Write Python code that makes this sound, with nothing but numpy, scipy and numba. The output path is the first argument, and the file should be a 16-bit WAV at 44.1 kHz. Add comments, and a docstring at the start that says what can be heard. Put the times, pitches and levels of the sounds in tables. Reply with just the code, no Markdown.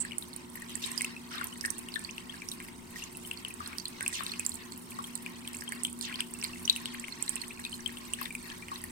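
"""Water trickles and plinks in a small pet fountain, just right of a hand-held phone in a wooden-floored room.
Each drop ticks on impact and may trap a bubble, which rings briefly as a damped resonator. The stream is
a swarm of such bubbles and now and then breaks into a splash; basin and floor reflect the sound.
Underneath, the pump hums at harmonics of the mains, with a faint whine and the room's low rumble."""
import sys
import numpy as np
from scipy import signal
from scipy.fft import rfft, irfft, next_fast_len
from scipy.io import wavfile
from scipy.ndimage import uniform_filter1d
from numba import njit

SR = 44100
rng = np.random.default_rng(int(sys.argv[2]) if len(sys.argv) > 2 else 0)


def master(y):
    """Save y as 16-bit WAV."""
    cut = np.clip(np.atleast_2d(y).T, -1, 1)
    pcm = np.round(cut * 32767)  # scale
    wavfile.write(sys.argv[1], SR, pcm.astype(np.int16))


N = 392912

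# Drops that trap a bubble. Each row: start in seconds, level in dB, pitch in Hz, cycles rung.
PLIPS = [(0.0489,-30,1730,20),(0.109,-33,2300,23),(0.118,-31.5,2900,42),(.223,-32.5,3750,23),(.33,-36,4300,29),(.62,-34,1860,36),(0.8384,-27.5,3800,69),
         (0.977,-26.5,4980,43),(1.0082,-17.5,2170,9.3),(1.1634,-34.5,2590,66),(1.38,-30.5,3730,42),(1.4108,-26,1430,24),
         (1.6096,-35,5260,11),(1.6392,-28,1838,77),(1.6493,-17.5,1780,11),(1.656,-35,5100,16),(1.702,-37.5,6030,30),(1.9391,-25.5,4130,25),
         (1.956,-29,3580,34),(1.9583,-24.5,1766,47),(2.047,-29.5,4500,57),(2.1797,-26.5,2750,13),(2.2938,-34.5,3330,88),
         (2.4184,-30.5,2320,40),(2.4865,-32.5,5630,21),(2.515,-31.5,3850,49),(2.601,-27.5,2100,7.6),(2.958,-32,1880,41),(3.021,-33,2790,60),
         (3.3112,-22.5,2730,21),(3.448,-24,3000,24),(3.603,-30.5,1200,32),(3.659,-30,4150,37),(3.783,-24,4940,8.4),(3.7978,-35,4550,62),
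         (3.854,-22,4100,33),(4.0072,-18.5,1830,4.9),(4.0616,-20,2520,24),(4.126,-31,1870,20),(4.2056,-28.5,1125,14),(4.264,-20.5,3840,14),
         (4.294,-36,3600,39),(4.316,-27,4320,50),(4.336,-28.5,2500,18),(4.395,-32,2530,52),(4.404,-31,2410,18),(4.4494,-36,4740,30),
         (4.517,-32,4100,33),(4.548,-41,4240,28),(4.72,-33.5,4320,35),(4.919,-36.5,2400,18),(4.987,-27,1113,27),(5.041,-34.5,3200,43),(5.2612,-26,2410,26),(5.475,-26,3240,13),(5.5432,-30.5,2350,9.9),(5.62,-29,1760,11),
         (5.6765,-33,3190,59),(5.721,-21.5,1810,8.7),(5.8489,-19,3160,24),(6.0102,-24,4220,14),(6.0512,-25,3770,14),(6.125,-29.5,2450,21),
         (6.1398,-32.5,3250,98),(6.156,-27.5,4400,20),(6.196,-40.5,4980,34),(6.204,-18,3040,10.6),(6.4256,-24.5,2470,9.2),(6.441,-15.5,4220,9.1),
         (6.447,-29,2240,14),(6.532,-35.5,2690,43),(6.651,-38,6140,28),(6.6762,-22,2990,30),(6.709,-33,2560,19),
         (6.727,-36,5400,16),(6.761,-20.5,2850,12.6),(6.8561,-18,3200,7.1),(7.0812,-29,2210,14),
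         (7.122,-30,4230,61),(7.2784,-27,4020,28),(7.364,-27,2650,15),(7.4143,-30.5,4320,52),(7.593,-32,1800,11),
         (7.6493,-22.5,3750,16),(7.664,-31.5,2540,28),(7.727,-32.5,3080,50),(7.739,-32,4230,59),(7.8592,-23.5,3155,45),(7.97,-29,2980,12),
         (8.213,-30,1086,16),(8.254,-30,3600,37),(8.257,-25.5,2030,7),(8.305,-30,2350,47),(8.35,-24.5,2370,30),(8.4995,-32,3150,12),(8.513,-38,1716,48),(8.622,-35.5,2360,64),(8.683,-26.5,2350,6),(8.715,-29.5,1110,33),(8.757,-28.5,3950,25),(8.838,-35,1860,28),
         (0.131,-35,2325,23),(0.554,-34.5,1937,14),(.573,-34.5,1800,24),(0.754,-36.5,1840,22),(1.337,-36,3000,33),(1.430,-32,2180,18),
         (1.525,-39,3000,48),(1.557,-40,1910,25),(1.885,-32.5,2850,25),(1.920,-42,4680,33),(2.109,-38,6230,13),(2.323,-39,2885,21),(2.339,-37,1690,26),
         (2.684,-35,2070,11),(3.148,-41,2640,44),(3.248,-41,3070,57),(3.373,-32.5,4460,22),(3.505,-35.5,2500,41),(3.729,-33.5,2280,26),(4.021,-37,1800,27),
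         (4.151,-33,2830,50),(4.191,-34,3580,52),(4.429,-38,2640,15),(5.155,-35,4091,30),(5.448,-37,2450,32),(5.607,-43,5038,19),(6.096,-33,1990,23),
         (6.191,-36,2440,35),(6.348,-40.5,2700,49),(6.413,-43,5450,32),(6.557,-37,2040,18),(7.573,-39,2454,29),(7.650,-33.5,2520,57),
         (7.717,-39,4240,35),(7.639,-34,3919,40),(7.792,-40,1700,18),(7.805,-44.5,5900,27),(7.892,-34,1790,18),(8.187,-35,1730,21),(8.217,-35,2600,27),(8.228,-35,4521,25)]
# Direction of those bubbles by pitch. Each row: pitch in Hz, left minus right level in dB.
PLIP_PAN = [(1100, 9), (1800, 5), (2500, 4.5), (3700, 16), (4400, -12), (5200, -31)]
# Droplets that trap a tiny, high bubble. Each row: start in seconds, level in dB, pitch in Hz.
PINGS = [(0.182, -14.5, 9160), (0.362, -22.5, 9130), (0.556, -26.5, 13000), (0.619, -33.5, 8000),
         (0.7533, -22, 7980), (0.861, -25, 8500), (0.916, -24.5, 8300), (0.9764, -20, 8300),
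         (1.018, -16, 8700), (1.0456, -22, 8700), (1.4411, -16.5, 12300), (1.609, -28, 8600),
         (1.6587, -18, 9000), (1.7035, -19.5, 8860), (1.7817, -26, 8950), (1.886, -33, 8700),
         (1.992, -29, 8800), (2.0396, -36, 8050), (2.4865, -25, 9300), (3.038, -27.5, 6460),
         (3.17, -24, 10750), (3.482, -26, 10200), (3.674, -23.5, 8800), (3.783, -30, 8500),
         (3.881, -25.5, 9100), (4.0269, -23, 9400), (4.078, -11.5, 8440), (4.234, -21, 9600),
         (4.266, -36, 8850), (4.317, -34, 8340), (4.3944, -15, 8300), (4.4504, -25, 9000),
         (4.4628, -11.5, 7570), (4.493, -20, 8500), (4.541, -29, 9000), (4.7752, -27, 11400),
         (5.0243, -37, 9880), (5.0398, -31, 8200), (5.153, -20, 8430), (5.475, -33, 8440),
         (5.5313, -30, 8300), (5.637, -29, 13100), (5.72, -26, 8500), (5.8334, -15, 8800),
         (5.9277, -28, 8900), (5.9888, -28, 8900), (6.0101, -23.5, 8600), (6.1408, -35, 8400),
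         (6.205, -24, 8700), (6.337, -26.5, 8340), (6.4372, -18.5, 8700), (6.6531, -21, 5900),
         (6.695, -37, 7840), (6.761, -25, 9200), (6.8551, -43, 8900), (6.9415, -32.5, 9400),
         (6.9965, -26.5, 8100), (7.2078, -38, 12700), (7.2244, -15.5, 8070), (7.2927, -14, 8500),
         (7.3556, -21.5, 8700), (7.416, -25.5, 8700), (7.48, -28.5, 8900), (7.5975, -32, 8200),
         (7.6947, -35, 8400), (7.8594, -36, 7850), (8.1346, -17, 8500), (8.2123, -23, 12500),
         (8.325, -33, 8710), (8.3505, -24, 8500), (8.816, -35, 8640), (8.8387, -19.5, 10900),
         (0.049, -30, 8300), (.336, -32, 9200), (.499, -34, 9200), (.873, -32, 8800), (0.889, -40, 7924),
         (.984, -27, 8700), (1.334, -37, 14500), (1.469, -30.5, 8800), (1.576, -36, 8300),
         (1.582, -35, 9500), (1.789, -27, 9130), (2.515, -25, 8540), (3.273, -35, 8785),
         (3.331, -34, 13000), (3.539, -29.5, 8300), (4.131, -28, 8268), (4.554, -28.5, 7800),
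         (4.720, -36, 7850), (4.906, -29, 10400), (5.484, -33, 14000), (5.547, -29, 7924),
         (5.568, -29, 7640), (5.587, -34, 8785), (5.609, -32, 8096), (5.690, -31, 8785), (5.848, -20, 9000),
         (5.868, -27, 7800), (5.898, -32, 9302), (6.026, -26, 8613), (6.388, -32, 8441), (6.397, -33, 8096),
         (6.594, -32, 10163), (6.768, -25.5, 9350), (7.185, -37, 8096), (7.262, -32, 8613),
         (7.876, -29, 8200), (7.983, -31.5, 8800), (8.227, -27, 13092)]
TRAVEL_S, LEFT_LAG_SAMPLES = .001, 18  # from basin to phone; further on to its left opening


def undb(db):
    """Amplitude grows tenfold for every 20 dB."""
    return 10 ** (np.asarray(db) / 20)


def level(x, db):
    """Normalisation: scale a signal to an rms level in dB."""
    return x * undb(db) / np.sqrt(np.mean(x ** 2))


def curve(table):
    """Linear interpolation: rows of (seconds, values..) become one envelope per value column."""
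    times, *columns = np.transpose(table)
    return [np.interp(np.arange(N) / SR, times, column) for column in columns]


def colour(x, points):
    """Spectral shaping by (Hz, dB) points joined on a logarithmic frequency axis."""
    hz, db = np.transpose(points)
    size = next_fast_len(N)
    log_hz = np.log(np.arange(size // 2 + 1) * SR / size + 1)
    gain = undb(np.interp(log_hz, np.log(hz), db))
    return irfft(rfft(x, size) * gain, size)[..., :N]


def wander(rate):
    """Slow random modulation: values held for 1 / rate seconds and smoothed twice."""
    hold = int(SR / rate)
    steps = np.repeat(rng.standard_normal(N // hold + 1), hold)
    return 2.05 * uniform_filter1d(uniform_filter1d(steps, hold), hold)[:N]


def ports(x):
    """Level difference between channels: each microphone opening has its own frequency response."""
    # Each row: frequency in Hz, left minus right level in dB.
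    imbalance = [(300, 26), (700, -26), (1300, 2), (2600, 4.5), (4000, 2), (5200, -4.5), (8500, -14.5),
                 (11500, 0.5), (13500, 12.5)]
    return np.array([colour(x[k], [(hz, db * (.5 - k)) for hz, db in imbalance]) for k in range(2)])


def room():
    """Low noise: room tone, alike on both sides at long wavelengths, handling rumble and a drone."""
    # Room tone. Each row: frequency in Hz, relative spectral density in dB.
    tone_spectrum = [(12, -43), (20, -10), (43, -22.5), (125, -7), (192, -9), (240, 0.5), (300, -9),
                     (368, -11), (408, -12), (501, -21.5), (756, -27), (912, -13), (1200, -22.5),
                     (1560, -24), (2640, -120)]
    # The hand moves the phone. Each row: time in seconds, level in dB.
    rumble_levels = [(0.0, -83), (2.63, -65), (5.61, -77), (6.4, -63), (6.97, -67.5), (8.91, -62)]
    # A blurred drone near 80 Hz comes and goes. 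Each row: time in seconds, level in dB.
    drone_levels = [(0.0, -61.5), (3.52, -61), (3.6, -56.5), (5.68, -61.5), (6.65, -56.5), (6.9, -71),
                    (7.84, -58.5), (8.91, -58.5)]
    mid, side, rumble, drone = rng.standard_normal((4, N))
    side = colour(side, [(100, -19), (250, -6.5), (600, 1.5)])
    tone = level(colour(mid + side * np.array([[1], [-1]]), tone_spectrum), db=-51.5)
    rumble = level(colour(rumble, [(15, -14), (30, -28), (55, -7), (90, -49)]), db=0)
    drone = level(colour(drone, [(62, -39), (76, -7.5), (88, -4.0), (108, -36.5)]), db=0)
    return tone + rumble * undb(curve(rumble_levels)[0]) + drone * undb(curve(drone_levels)[0])


def whine(hz=699, rms_db=-77.5):
    """A faint, thin tone wavers under slow amplitude and phase modulation."""
    amplitude = np.sqrt(2) * undb(rms_db + 1.2 * wander(5))
    return amplitude * np.sin(2 * np.pi * hz * np.arange(N) / SR + 0.33 * wander(4))


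def pump(mains_hz=59.75):
    """Forced vibration: the motor hums at mains harmonics, each wavering as the impeller loads it."""
    # Each row: harmonic number, rms level in dB, waver in dB, phase lag of the left side in radians.
    harmonics = [(2, -84, 0.63, 1.1), (3, -60.5, 1.64, 0.34), (4, -52, 0.61, 1.18), (6, -59, 0.97, 0.92)]
    # Swell of the strongest harmonic, the fourth. Each row: time in seconds, relative level in dB.
    swell_levels = [(0.0, -49), (0.3, -59.5), (0.79, -49.5), (2.4, -54), (3.85, -58), (5.3, -50.5),
                    (7.0, -48.5), (7.17, -67), (7.37, -51), (8.91, -56)]
    swell_db = curve(swell_levels)[0]
    swell = undb(swell_db - swell_db.mean())
    mains_phase = 2 * np.pi * mains_hz * np.arange(N) / SR
    hum = 0
    for k, db, waver_db, lag in harmonics:
        phase = k * mains_phase + 2 * np.pi * rng.random() + .5 * wander(9.3)
        sides = np.sqrt(2) * np.sin(phase + np.array([[-lag], [lag]]) / 2) * undb([[.9], [-.9]])
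        hum = hum + undb(db + waver_db * wander(12)) * (swell if k == 4 else 1) * sides
    return hum


def echoes(water, tail_db=-44, t60_s=.3):
    """Convolution with the room's impulse response: direct sound, early reflections, diffuse tail."""
    # Reflections off basin and floor. Each row: delay in seconds, left gain in dB, right gain in dB.
    reflections = [(.0007, -18, -30), (.0019, -30, -10), (.0037, -18, -12), (.0068, -19, -30)]
    t = np.arange(int(.4 * SR)) / SR
    response = undb(tail_db - 60 * t / t60_s) * (t > .008) * rng.standard_normal((2, len(t)))
    response[:, 0] = 1
    for delay, left_db, right_db in reflections:
        response[:, int(delay * SR)] += undb([left_db, right_db])
    highpass = signal.butter(2, 300, "high", fs=SR, output="sos")  # the water sounds carry no bass below about 300 Hz
    return signal.fftconvolve(signal.sosfilt(highpass, water), response, axes=1)[:, :N]


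@njit
def ring(out, start, hz, cycles, glide, left, right, lag, attack):
    """Bubble resonance: a damped sine whose pitch slides, upward when the bubble nears the surface."""
    for k in range(len(hz)):
        life = cycles[k] * SR / hz[k]
        phase = 0.
        for i in range(min(int(life), out.shape[1] - start[k] - lag[k])):
            age = i / life
            phase += min(hz[k] * (1 + glide[k] * (2 * age - .5)) / SR, .45)
            envelope = np.exp(-2 * age) * (1 - age) * min(age / attack, 1.)
            pressure = envelope * np.sin(2 * np.pi * phase)
            out[0, start[k] + lag[k] + i] += left[k] * pressure
            out[1, start[k] + i] += right[k] * pressure
    return out


def bubbles(start_s, db, hz, cycles, glide=0, pan_db=0, lag=LEFT_LAG_SAMPLES, attack=0.055):
    """Superposed damped sines, placed by level and time difference; attack is a share of each life."""
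    start = np.clip((start_s + TRAVEL_S) * SR, 0, N - 1).astype(np.int64)
    each = np.ones(len(start_s))
    cycles = np.clip(cycles * each, 1, 80)
    lag = (lag * each).astype(np.int64)
    left, right = undb(db + pan_db / 2), undb(db - pan_db / 2)
    return ring(np.zeros((2, N)), start, hz * each, cycles, glide * each, left, right, lag, attack)


def mist(decay_s=0.008):
    """Exponentially decaying noise: each droplet, and many unheard ones, throws a briefly hissing mist."""
    start_s, db, _ = np.transpose(PINGS)
    faint_when, faint_size = rng.random((220, 2)).T
    faint_db = -54.5 - 8.2 * np.log(np.maximum(faint_size, .12))
    impulses = np.zeros(N)
    np.add.at(impulses, ((start_s + TRAVEL_S) * SR).astype(int), undb(db - 21.5) ** 0.77)
    np.add.at(impulses, (faint_when * N).astype(int), undb(faint_db))
    puffs = signal.lfilter([1], [1, -np.exp(-1 / (decay_s * SR))], impulses)
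    hiss = colour(rng.standard_normal((2, N)), [(6000, -10.0), (9500, 8.5), (13000, 4.5), (16000, -7.5)])
    return ports(puffs * level(hiss, db=-10))


def swarm(per_s, low_hz, high_hz, cycles, scatter_db):
    """A random point process: bubbles log-spread in pitch, a few louder than the rest."""
    when, pitch, size, life, side, lag = rng.random((int(per_s * N / SR), 6)).T
    hz = low_hz * (high_hz / low_hz) ** pitch
    db = np.minimum(-scatter_db * np.log(size), 3 * scatter_db)
    glide = 0.14 * life ** 4  # most keep their pitch, a few long ones sweep up
    return bubbles(when * N / SR, db, hz, cycles * (.5 + life), glide,
                   pan_db=22 * (side - .5), lag=2 * LEFT_LAG_SAMPLES * lag)


def stream(uneven_db=1.4):
    """Air entrainment: falling water makes an uneven gurgle and fine spray over a thin hiss."""
    # Each row: time in seconds, gurgle gain in dB, spray gain in dB.
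    flow_levels = [(0.0, -51.5, -90), (0.52, -56, -59), (0.79, -49, -49), (0.85, -44.5, -45),
                   (1.05, -49, -50), (1.14, -54.5, -61), (1.49, -54, -54), (2.0, -51.5, -57.5),
                   (2.8, -57, -58), (3.4, -53, -56), (4.0, -51.5, -60), (4.15, -48, -46),
                   (4.26, -48.5, -49.5), (4.8, -53.5, -56), (5.6, -53, -57), (6.92, -51, -53),
                   (7.9, -52, -54), (8.25, -55, -55), (8.54, -52, -58), (8.91, -51, -58)]
    # Colour of the water. Each row: frequency in Hz, relative spectral density in dB.
    spectrum = [(350, -23), (600, 7.5), (758, 10), (906, 1.5), (1280, -6), (1610, -6.5), (1830, 4),
                (2610, 2.5), (3340, 0), (4340, 3.5), (5870, -0.5), (8740, 14), (10700, 3), (13600, 8.5),
                (16000, -31)]
    gurgle_db, spray_db = curve(flow_levels)
    lifted = [(hz, db + 2 * np.log2(hz / 2000)) for hz, db in spectrum]  # small, high bubbles ring louder, about 2 dB more per octave
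    gurgle = swarm(per_s=1700, low_hz=1026.7, high_hz=6310, cycles=41, scatter_db=1.9)
    gurgle = level(ports(colour(gurgle, lifted)), db=0)
    spray = swarm(per_s=900, low_hz=4840, high_hz=16700, cycles=13.5, scatter_db=3.2)
    spray = level(ports(colour(spray, lifted)), db=-1.2)
    hiss = colour(rng.standard_normal((2, N)), spectrum)
    hiss = ports(colour(hiss, [(9000, -6), (12000, -20.0)]))
    gurgle *= undb(gurgle_db + uneven_db * wander(14))
    spray *= undb(spray_db + uneven_db * wander(30))
    hiss *= undb(1.7 * wander(9.8))
    return gurgle + spray + level(hiss, db=-63.5)


def splashes(count=520):
    """A cloud of resonating bubbles swells, fades and slides in pitch as the cavity grows."""
    # Each row: start in seconds, length in seconds, base level in dB, first and last pitch in Hz,
    # spread in octaves either way.
    clouds = [(0.0, 0.028, -53, 8100, 7970, 0.048), (0.682, 0.073, -69, 3340, 3350, 0.23),
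              (0.817, 0.064, -58.5, 4960, 3710, 0.91), (0.9, 0.065, -78, 7950, 7100, 0.35),
              (1.305, 0.15, -59.5, 2840, 2210, 1.16), (2.953, 0.13, -62.5, 6530, 5560, 1.24),
              (3.258, 0.041, -66, 11100, 11000, 0.45), (3.608, 0.19, -66, 2560, 2570, 1.2),
              (4.125, .105, -56.5, 6340, 2034, 0.85), (6.012, 0.11, -58.5, 6600, 1930, 0.83),
              (6.185, 0.022, -68.5, 2460, 2920, 1.15), (8.182, 0.1, -66, 3150, 3160, 0.93)]
    start_s, length_s, db, first_hz, last_hz, octaves = np.transpose(clouds)[:, :, None]
    when, pitch, size, life, side = np.moveaxis(rng.random((len(clouds), count, 5)), 2, 0)
    hz = first_hz * (last_hz / first_hz) ** when * 2 ** (octaves * (2 * pitch - 1))
    swell_db = 8.6 * np.sin(np.pi * when ** 0.44)
    db = db - 0.71 * np.log(np.maximum(size, .03)) + swell_db
    columns = start_s + length_s * when, db, np.clip(hz, 600, 15000), 39 * (0.1 + life), 57 * (side - .5)
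    start_s, db, hz, cycles, pan_db = map(np.ravel, columns)
    return ports(bubbles(start_s, db, hz, cycles, glide=0.024, pan_db=pan_db))


def surfacing_bubbles():
    """A bubble has less water to move as it nears the surface, so its resonance glides upward."""
    # Each row: start in seconds, level in dB, pitch in Hz, cycles rung, upward glide.
    sweeps = [(1.0443, -22.5, 2670, 27, 0.26), (6.696, -5.5, 3920, 39, 0.13), (2.089, -32, 2740, 57, 0.39),
              (6.944, -32, 2500, 51, 0.82), (7.0388, -29, 2640, 50, 0.53), (7.434, -35, 2670, 61, 0.8),
              (7.505, -33, 2570, 50, 0.23), (8.1338, -26, 3100, 50, 0.33)]
    start_s, db, hz, cycles, glide = np.transpose(sweeps)
    return bubbles(start_s, db, hz, cycles, glide, pan_db=6)


def trails(count=4, delay_s=.03, octaves=0.363):
    """Secondary bubbles: each drop falls back as a few more near its own pitch, weaker the later."""
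    start_s, db, hz, _ = np.transpose(PLIPS)[:, :, None]
    late, pitch, size, side = np.moveaxis(rng.random((len(PLIPS), count, 4)), 2, 0)
    late = -np.log(1 - .95 * late)  # truncated exponential waiting times
    hz = hz * 2 ** (octaves * (2 * pitch - 1))
    db = db - 12.5 - 9 * late - 4.9 * size
    columns = start_s + .004 + delay_s * late, db, hz, 39 * (.5 + size), 19 * (side - .5)
    start_s, db, hz, cycles, pan_db = map(np.ravel, columns)
    pan_db = pan_db + np.interp(hz, *np.transpose(PLIP_PAN)) / 2
    return bubbles(start_s, db, hz, cycles, glide=0.077, pan_db=pan_db)


def drops(click_hz=6500, click_cycles=2.2):
    """Impact and resonance: a landing drop gives a short, broadband tick, and any trapped air rings."""
    # Sharp impact clicks of drops, some with a gliding bubble. Each row: start in seconds, level in dB.
    impact_clicks = [(0.8061, -31), (0.823, -30), (1.045, -14), (4.3585, -38), (5.1756, -25), (5.2774, -35),
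                     (5.3652, -36), (6.697, -7.5), (6.7544, -22), (6.8004, -26), (8.0496, -37),
                     (8.1265, -30)]
    start_s, db = np.transpose(impact_clicks)
    clicks = bubbles(start_s, db, click_hz, click_cycles)

    start_s, db, hz, cycles = np.transpose(PLIPS)
    pan_db = np.interp(hz, *np.transpose(PLIP_PAN)) + 3 * rng.standard_normal(len(hz))
    glide = 0.0037 * cycles - 0.2  # short rings sag, long ones hold or rise
    plips = bubbles(start_s, db, hz, cycles, glide, pan_db, attack=0.03)
    ticks = bubbles(start_s, db - 4.5, hz=8300, cycles=8.1)
    smacks = bubbles(start_s, db - 5.5, click_hz, click_cycles)

    start_s, db, hz = np.transpose(PINGS)
    pings = bubbles(start_s, db, hz, cycles=21.6, glide=0.091, pan_db=4.5 * rng.standard_normal(len(hz)))
    snaps = bubbles(start_s, db - 7, hz=9100, cycles=1)
    return plips + ports(pings + ticks + smacks + clicks + snaps)


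def scene():
    """Superposition: the water and its echoes add to the mist, pump, whine and room tone."""
    water = drops() + trails() + surfacing_bubbles() + splashes() + stream()
    return echoes(water) + mist() + pump() + whine() + room()


def record(dry):
    """Band limiting: the phone cuts the treble steeply above 15.9 kHz."""
    return signal.sosfilt(signal.ellip(10, .2, 70, 15900, fs=SR, output="sos"), dry)


dry = scene()
out = record(dry)
master(out)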